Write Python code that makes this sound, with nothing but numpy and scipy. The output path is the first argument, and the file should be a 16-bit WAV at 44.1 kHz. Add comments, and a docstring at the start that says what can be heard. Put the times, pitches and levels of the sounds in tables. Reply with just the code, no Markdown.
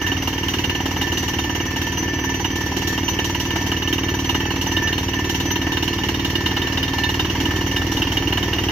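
"""A hard metallic clatter, about 19 blows a second, over a ringing pipe: a truck-mounted well rig outdoors.
An air hammer in rock: each blow is shaped noise for pipe clang, mast knock and grit spray, plus a filtered
ground thump; spent air puffs out half a stroke later. Noise bursts ring the pipe modes beside a steady sine
note, and the thumps ring the truck panels. Beneath run a diesel (filtered noise, firing sine) and a
compressor whine (wavering sine)."""
import sys
import numpy as np
from scipy import signal
from scipy.fft import rfft, irfft, next_fast_len
from scipy.io import wavfile
from scipy.ndimage import uniform_filter1d, map_coordinates

SR = 44100
rng = np.random.default_rng(int(sys.argv[2]) if len(sys.argv) > 2 else 0)


def materialize(psi):
    """Save the field psi as 16-bit PCM at rate SR to the path in sys.argv[1].

    A 1-D psi becomes a single channel; in a 2-D psi each row is a channel.
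    """
    bounded = np.clip(np.atleast_2d(psi).T, -1, 1)
    quanta = np.round(bounded * 32767).astype(np.int16)
    wavfile.write(sys.argv[1], SR, quanta)


N = 384111

# Piston pace: [t/s, rate/(blows/s)]
PACE_PER_S = [(0.0, 19.22), (0.4, 19.01), (1.1, 18.74), (2.2, 18.9), (4.0, 18.97), (4.6, 19.09),
              (5.6, 18.85), (7.2, 19.09), (8.1, 19.74), (8.4, 19.4), (8.71, 19.2)]
FIRST_BLOW_S = .0144
JITTER_S = .0012  # rms offset of an ordinary blow from the beat
# Rock hardness, ordinary blows: [t/s, relative clang level/dB]
HARDNESS_DB = [(0, -21.5), (.9, -18.5), (1.5, -22.5), (2.7, -23.5), (3.2, -20), (4.5, -18.5), (6.2, -19.5),
               (8.7, -17)]
# Ordinary blows: mean relative levels, then rms blow-to-blow spread
KNOCK_DB, SPRAY_DB = -26.5, -33
CLANG_SCATTER_DB, KNOCK_SCATTER_DB, SPRAY_SCATTER_DB = 3, 2, 4
# Bit meets solid stone: [t/s, clang/dB, mast knock/dB, grit spray/dB], levels relative
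SOLID_STONE_BLOWS = [(0.0655, -16, -28, -29), (0.1176, -16.5, -22.5, -36), (0.274, -17, -22.5, -27),
                     (0.483, -14.5, -26, -26), (0.5865, -17, -27.5, -30), (0.641, -13, -27, -30),
                     (0.696, -13.5, -28, -35), (1.014, -14, -25, -25), (1.173, -15, -27, -24),
                     (1.2805, -17.5, -24, -26), (1.3872, -16.5, -24, -29), (2.4458, -13.5, -22.5, -34),
                     (3.0818, -13.5, -23.5, -28.5), (3.1898, -15, -22, -32), (3.3475, -16, -26.5, -32),
                     (3.717, -13.5, -24.5, -36), (3.928, -13, -24.5, -28), (4.2933, -12, -21, -28),
                     (4.346, -14, -20, -29), (4.8728, -15.5, -28, -32), (6.0867, -15.5, -24, -28),
                     (6.4606, -11.5, -25, -28), (6.5662, -15, -21.5, -32), (6.774, -14.5, -25, -33),
                     (6.982, -17.5, -20.5, -31), (7.091, -15.5, -24, -28), (7.195, -13, -20.5, -30),
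                     (7.7633, -13, -27, -28), (8.02, -12, -29, -41), (8.171, -11, -26.5, -38),
                     (8.3255, -12.5, -24.5, -38), (8.3734, -15, -21, -29)]
# Bit chatter as it bites: [t/s, level/dB]
CHATTER_DB = [(0, -43.5), (2.5, -43.5), (4.8, -41), (6, -39.5), (6.8, -36), (7.7, -41.5), (8.7, -43)]
# Clang spectrum of the drill pipe: [f/Hz, relative level/dB]
CLANG_SPECTRUM = [(1200, -29), (1600, -5.5), (2050, -11), (2450, -14), (2720, -6.5), (2870, 14), (2950, -1),
                  (3050, 3), (3350, -16.5), (4500, -35), (7000, -25.5), (9000, -28)]
# Mast knock spectrum: [f/Hz, relative level/dB]
KNOCK_SPECTRUM = [(150, -18.5), (290, 1.5), (450, -6.5), (580, -13), (780, -2), (970, 4.5), (1120, -11.5),
                  (1280, -4), (1450, -13), (1600, -2), (2200, -10.5), (3500, -43.5)]
# Drill pipe modes driven by chatter: [f/Hz, relative level/dB, t60/s]
CHATTER_MODES = [(3667, 3.5, 0.096), (4090, -5, 0.045), (4210, -3, 0.19), (4963, -6.5, 0.088)]

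# Steady pipe note: mean frequency; random swell depth and knot rate
PIPE_HZ = 1771
SWELL_DB, SWELL_KNOTS_PER_S = 2.5, 11
# Pipe note with its low ring: [t/s, relative level/dB]
NOTE_DB = [(0.0, -35), (0.09, -25.5), (0.14, -36), (0.41, -40.5), (1.75, -35.5), (4.73, -38), (4.92, -30),
           (5.07, -48), (5.17, -31.5), (5.29, -38), (6.43, -37), (7.08, -31.5), (7.11, -40), (7.91, -34),
           (7.98, -42.5), (8.56, -36), (8.61, -47), (8.71, -35)]
# High pipe ring: [t/s, relative level/dB]
HIGH_RING_DB = [(0, -42.5), (3, -42), (5.5, -41.5), (6, -49), (8.7, -47)]
# Squeals of the high ring: [t/s, rise above its level/dB]
SQUEALS_DB = [(1.19, 9), (1.99, 10), (2.26, 9.5), (2.42, 7), (3.09, 11.5), (3.62, 7.5), (4.70, 8.5),
              (4.87, 8), (5.51, 9), (7.67, 12)]
SQUEAL_S = 0.041  # half-width where the dB rise falls to 1/e
# Pipe modes around the steady note: [f/Hz, relative level/dB, t60/s]
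LOW_RING_MODES = [(1775, 0, .4), (1797, -2, .25)]
# High pipe modes: [f/Hz, relative level/dB, t60/s]
HIGH_RING_MODES = [(6053, 4, 0.2), (12106, -13.5, 0.06)]
# Remaining pipe modes: [f/Hz, relative level/dB, t60/s]
PIPE_MODES = [(975, 0, .07), (1883, 0, .12), (1950, -5, .25), (2067, -3, .15), (2140, -5, .25),
              (2640, -2, .3), (3149, -3, .25), (3172, -4, .25), (4375, -11, .15), (4550, -15, .15),
              (4830, -12, .08), (5442, -10, .12), (5590, -6, .08), (5780, -4, .08), (6500, -12, .08)]

# Strength of the piston stroke: [t/s, relative level/dB]
EFFORT_DB = [(0, -29.5), (1.5, -30.2), (3, -29.5), (4.4, -28.3), (5.5, -29), (7, -28.3), (7.7, -26.5),
             (8.7, -26.7)]
# Ground thump spectrum: [f/Hz, relative level/dB]
THUMP_SPECTRUM = [(20, -16), (40, -4.5), (75, 4), (115, -3), (150, -9.5), (190, 1.5), (230, -32.5),
                  (265, 6), (300, -0.5), (340, 3), (420, -18), (600, -37), (1200, -43)]
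# Spent-air puff spectrum: [f/Hz, relative level/dB]
PUFF_SPECTRUM = [(20, -71), (36, -16), (57, -2), (88, 4), (115, -1), (135, -0.5), (155, -14.5), (185, -1.5),
                 (225, -26), (265, -2.5), (340, -9.5), (450, -19.5), (800, -39), (1500, -49.5)]
# Turbulence at the mouth of the hole: [f/Hz, relative level/dB]
GUSH_SPECTRUM = [(100, -26.5), (300, 2), (500, -12), (950, -13), (2000, -21), (4000, -36)]
# Grit on steel: [f/Hz, relative level/dB]
SPRAY_SPECTRUM = [(1500, -56), (3300, 11), (4600, 5.5), (5200, -4), (5600, 17), (6300, 4.5), (7000, 7.5),
                  (10000, 1.5), (12100, -0.5), (15000, -3)]
# Truck panel modes: [f/Hz, relative level/dB, t60/s]
FRAME_MODES = [(264.5, 0, .35), (303, -9, .2), (322, -8, .15), (340, -3, .25), (378, -8, .25),
               (436, -11, .2), (473, -13, .2)]

# Engine load: [t/s, relative roar level/dB]
LOAD_DB = [(0, -27.5), (2, -27.5), (4, -27.5), (5.5, -27.5), (7, -26.5), (8.7, -26)]
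# Engine roar spectrum: [f/Hz, relative level/dB]
ROAR_SPECTRUM = [(20, -28), (45, -28), (80, -2), (150, -10), (220, -5.5), (310, 0), (589, -18.5),
                 (966, -11.5), (1190, -18.5), (1480, -21), (1900, -15), (2480, -19), (2930, -11),
                 (3880, -27), (5940, -19), (7000, -35), (9100, -36.5)]
FIRING_HZ, WHINE_HZ = 83.3, 2282  # mean diesel firing rate, mean compressor whine

# Left-right likeness of diffuse noise: [f/Hz, correlation]
LIKENESS = [(130, 0.94), (300, 1), (640, 0.64), (1000, 0.99), (1400, 0.096), (3000, 0.49), (4200, 0.12),
            (12000, 0.11)]
# Arrival lead of the left port for grit and high ring: [t/s, lead/ms]
LEFT_LEAD_MS = [(0, 0.18), (3, 0.16), (4.7, 0.092), (5.7, 0.072), (6.5, 0.0084), (8.2, 0.012), (8.7, 0.069)]
# Port balance: [f/Hz, left minus right/dB]
BALANCE_DB = [(130, 0), (330, -2), (600, 0.5), (1000, -2), (1700, -1), (2400, -6), (3500, -2), (4700, -6.5),
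              (6000, -0.5), (7100, 8), (8000, -1.5), (11000, 0), (12000, -8), (13500, -13.5), (15000, 0)]
# Microphone response, notched in the treble: [f/Hz, gain/dB]
MIC_DB = [(7000, 1), (7700, -20), (8400, -5.5), (8900, -27), (10300, -1.5), (11100, -22), (12000, 1.5)]
TOP_HZ = 15600


def strokes():
    """The heavy piston strikes each time its pace adds up to a whole cycle; returns t/s."""
    cycles = np.cumsum(curves(PACE_PER_S)[0]) / SR
    whole = np.arange(int(cycles[-1]) + 1)
    return FIRST_BLOW_S + np.searchsorted(cycles, whole) / SR


def impacts(beat_s):
    """One blow a stroke, set by rock and chance; returns t/s, clang/dB, knock/dB, spray/dB."""
    late, clang, knock, spray = rng.standard_normal((len(beat_s), 4)).T
    hardness_db = np.interp(beat_s, *np.transpose(HARDNESS_DB))
    blows = np.column_stack([beat_s + JITTER_S * late,
                             hardness_db + CLANG_SCATTER_DB * clang,
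                             KNOCK_DB + KNOCK_SCATTER_DB * knock,
                             SPRAY_DB + SPRAY_SCATTER_DB * spray])
    # solid stone replaces the nearest ordinary blow
    for hard in SOLID_STONE_BLOWS:
        blows[np.argmin(np.abs(beat_s - hard[0]))] = hard
    return blows.T


def hammer(blows):
    """The stress wave of each blow rattles up the pipe, then shakes the mast."""
    t_s, clang_db, knock_db, _ = blows
    clang_gain = amp(clang_db)
    strike = swells(t_s - .002, clang_gain, rise_s=0.0013, decay_s=0.0093, grain_db=0.0)
    rattle = swells(t_s - .002, clang_gain, rise_s=0.0047, decay_s=0.025, grain_db=-1)
    clang = amp(-30) * unit(strike + amp(-8) * rattle) * hiss(CLANG_SPECTRUM)

    chatter_drive = bursts(t_s - .001, clang_gain, rise_s=0.0023, decay_s=0.0039)
    chatter = amp(curves(CHATTER_DB)[0]) * ring(chatter_drive, CHATTER_MODES)

    shake = swells(t_s - 0.0015, amp(knock_db), rise_s=0.0053, decay_s=0.0098, grain_db=0.5)
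    knock = amp(-33.5) * shake * hiss(KNOCK_SPECTRUM)
    return clang + chatter + knock


def pipe(blows):
    """The pipe sings one steady note; noise bursts at the blows ring its other modes in new phases."""
    t_s = blows[0]
    note_hz = PIPE_HZ + 2.41 * wobble(16)
    low_drive = bursts(t_s + 0.015, scatter(0.81, t_s), rise_s=0.0068, decay_s=0.018)
    beating = even(ring(low_drive, LOW_RING_MODES), size=5000)
    low_db = curves(NOTE_DB)[0] + SWELL_DB * wobble(SWELL_KNOTS_PER_S)
    low = amp(low_db + 1.8) * unit(unit(tone(note_hz)) + beating)

    now_s = np.arange(N) / SR
    squeal_db = sum(db * np.exp(-((now_s - at_s) / SQUEAL_S) ** 2) for at_s, db in SQUEALS_DB)
    high_db = curves(HIGH_RING_DB)[0] + 1.36 * wobble(14) + squeal_db
    high_drive = bursts(t_s + 0.0047, scatter(1.8, t_s), rise_s=0.0014, decay_s=0.0094)
    high = amp(high_db + 2.5) * even(ring(high_drive, HIGH_RING_MODES), size=4000)

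    rest_drive = bursts(t_s - .002, scatter(1, t_s), rise_s=0.0024, decay_s=0.026)
    rest = amp(-36) * ring(rest_drive, PIPE_MODES)
    return low + aside(high) + rest


def piston(beat_s):
    """Each stroke sends a thump into the ground, then a puff of spent air."""
    down_s = beat_s + .0027 + .00025 * rng.standard_normal(len(beat_s))
    vent_s = beat_s + .0309 + .00025 * rng.standard_normal(len(beat_s))
    thump = -amp(-3) * body(taps(down_s, scatter(0.41, beat_s)), THUMP_SPECTRUM)
    puff = amp(0.5) * body(taps(vent_s, scatter(0.23, beat_s)), PUFF_SPECTRUM)
    # the puff breaks up into turbulence
    breakup = swells(vent_s - .001, scatter(1.7, beat_s), rise_s=0.0015, decay_s=0.014, grain_db=0.5)
    gush = amp(-12.5) * breakup * hiss(GUSH_SPECTRUM)
    return amp(curves(EFFORT_DB)[0]) * (thump + puff + gush)


def grit(blows):
    """Every blow flings rock chips against the steel: a smooth swell of shaped noise at each blow."""
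    t_s, _, _, spray_db = blows
    spray = swells(t_s - .003, amp(spray_db), rise_s=0.0045, decay_s=0.029, grain_db=0)
    return amp(-37) * spray * hiss(SPRAY_SPECTRUM)


def frame(beat_s):
    """Thumps ring the truck panels, loudest when the beat falls in step with their modes."""
    shake_s = beat_s + 0.0028 + .0003 * rng.standard_normal(len(beat_s))
    shakes = taps(shake_s, -scatter(1.2, beat_s))
    return amp(-37.0) * ring(shakes, FRAME_MODES)


def engine():
    """Diesel firing throbs under a noise roar; the compressor adds a thin wavering whine."""
    roar_db = curves(LOAD_DB)[0] - 3.5 + 0.71 * wobble(5.6)
    roar = amp(roar_db) * body(spread(rng.standard_normal((2, N))), ROAR_SPECTRUM)
    firing = amp(-39.5) * unit(tone(FIRING_HZ + 2 * wobble(5)))
    whine_db = -47.0 + 1.7 * wobble(13)
    whine = amp(whine_db) * unit(tone(WHINE_HZ + 3.32 * wobble(16)))
    return roar + firing + whine


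def aside(pair):
    """A source off to the left reaches the left port slightly first."""
    lead = curves(LEFT_LEAD_MS)[0] * SR / 1000  # samples
    left = map_coordinates(pair[0], [np.arange(N) + lead / 2], order=5)
    right = map_coordinates(pair[1], [np.arange(N) - lead / 2], order=5)
    return np.array([left, right])


def ring(drive, modes):
    """Steel modes, each a decaying sine, kept ringing by the drive; rms 1."""
    t = np.arange(SR // 2) / SR
    tail = 0
    for hz, db, t60_s in modes:
        decay = amp(db - 60 * t / t60_s) / np.sqrt(t60_s)
        tail = tail + decay * np.sin(2 * np.pi * hz * t)
    return unit(convolved(drive, tail))


def body(x, spectrum, size=16384):
    """x through a causal (minimum-phase) resonant body with the given spectrum; rms 1."""
    gain = amp(along(spectrum, np.fft.rfftfreq(size, 1 / SR)))
    cepstrum = irfft(np.log(gain))
    # folding the cepstrum to positive time makes the response causal
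    fold = np.r_[1, np.full(size // 2 - 1, 2), np.zeros(size // 2)]
    response = irfft(np.exp(rfft(cepstrum * fold)))
    return unit(convolved(x, response))


def hiss(spectrum):
    """Stereo noise in a resonant body, at an even level."""
    return even(body(spread(rng.standard_normal((2, N))), spectrum), size=400)


def bursts(times_s, gains, rise_s, decay_s):
    """Stereo bursts of white noise."""
    return swells(times_s, gains, rise_s, decay_s, 0) * spread(rng.standard_normal((2, N)))


def swells(times_s, gains, rise_s, decay_s, grain_db):
    """An envelope of rms 1 that swells and dies after each time; smooth if grain_db is 0, else grainy."""
    t = np.arange(SR // 8) / SR
    shape = (1 - np.exp(-(t / rise_s) ** 2)) * np.exp(-t / decay_s)
    envelope = convolved(taps(times_s, gains), shape)
    return unit(envelope * amp(grain_db * wobble(1500)))


def spread(pair):
    """Two unrelated signals become left and right with the LIKENESS correlation; rms 1."""
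    def mid_side_gains(hz):
        angle = np.arccos(np.clip(along(LIKENESS, hz), -1, 1)) / 2
        return np.array([np.cos(angle), np.sin(angle)])
    mid, side = filtered(pair, mid_side_gains)
    return unit(np.array([mid + side, mid - side]))


def even(pair, size):
    """A stereo signal levelled to rms 1 by its running power over size samples."""
    power = uniform_filter1d(np.mean(pair ** 2, axis=0), size)
    return pair / np.sqrt(np.abs(power) + 1e-9)


def tone(hz):
    """Sine of a varying frequency."""
    return np.sin(2 * np.pi * np.cumsum(hz) / SR)


def taps(times_s, gains):
    """One impulse at each time."""
    return np.bincount(np.clip(times_s * SR, 0, N).astype(int), gains, N + 1)[:N]


def scatter(spread_db, times_s):
    """A random gain for each of the times."""
    return amp(spread_db * rng.standard_normal(len(times_s)))


def wobble(knots_per_s):
    """A smooth random curve through normal-distributed knots."""
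    knots = rng.standard_normal(int(N * knots_per_s / SR) + 4)
    return map_coordinates(knots, [np.arange(N) * knots_per_s / SR])


def curves(rows):
    """One value per sample for each column after t/s."""
    t_s, *columns = np.transpose(rows)
    return [np.interp(np.arange(N) / SR, t_s, column) for column in columns]


def along(points, hz):
    """[f/Hz, value] points read on a log-frequency axis."""
    f, v = np.transpose(points)
    return np.interp(np.log(hz + 1), np.log(f + 1), v)


def filtered(x, response):
    """x times a response of frequency, zero-padded."""
    m = next_fast_len(N + SR // 2)
    return irfft(rfft(x, m) * response(np.fft.rfftfreq(m, 1 / SR)), m)[..., :N]


def convolved(x, tail):
    """Every sample of x sets off the tail."""
    return signal.fftconvolve(np.atleast_2d(x), np.atleast_2d(tail), axes=1)[:, :N]


def amp(db):
    """Decibels to gain."""
    return 10 ** (np.asarray(db) / 20)


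def unit(x):
    """x at rms 1."""
    return x / np.sqrt(np.mean(x ** 2) + 1e-20)


def scene():
    """The whole rig, main source first."""
    beat_s = strokes()
    blows = impacts(beat_s)
    drilling = hammer(blows) + pipe(blows) + piston(beat_s) + aside(grit(blows))
    return drilling + frame(beat_s) + engine()


def record(dry):
    """Two unequal microphone ports and the band limit."""
    def ports(hz):
        half_balance = np.array([[.5], [-.5]]) * along(BALANCE_DB, hz)
        return amp(along(MIC_DB, hz) + half_balance) * (hz < TOP_HZ)
    return filtered(dry, ports)


dry = scene()
out = record(dry)
materialize(out)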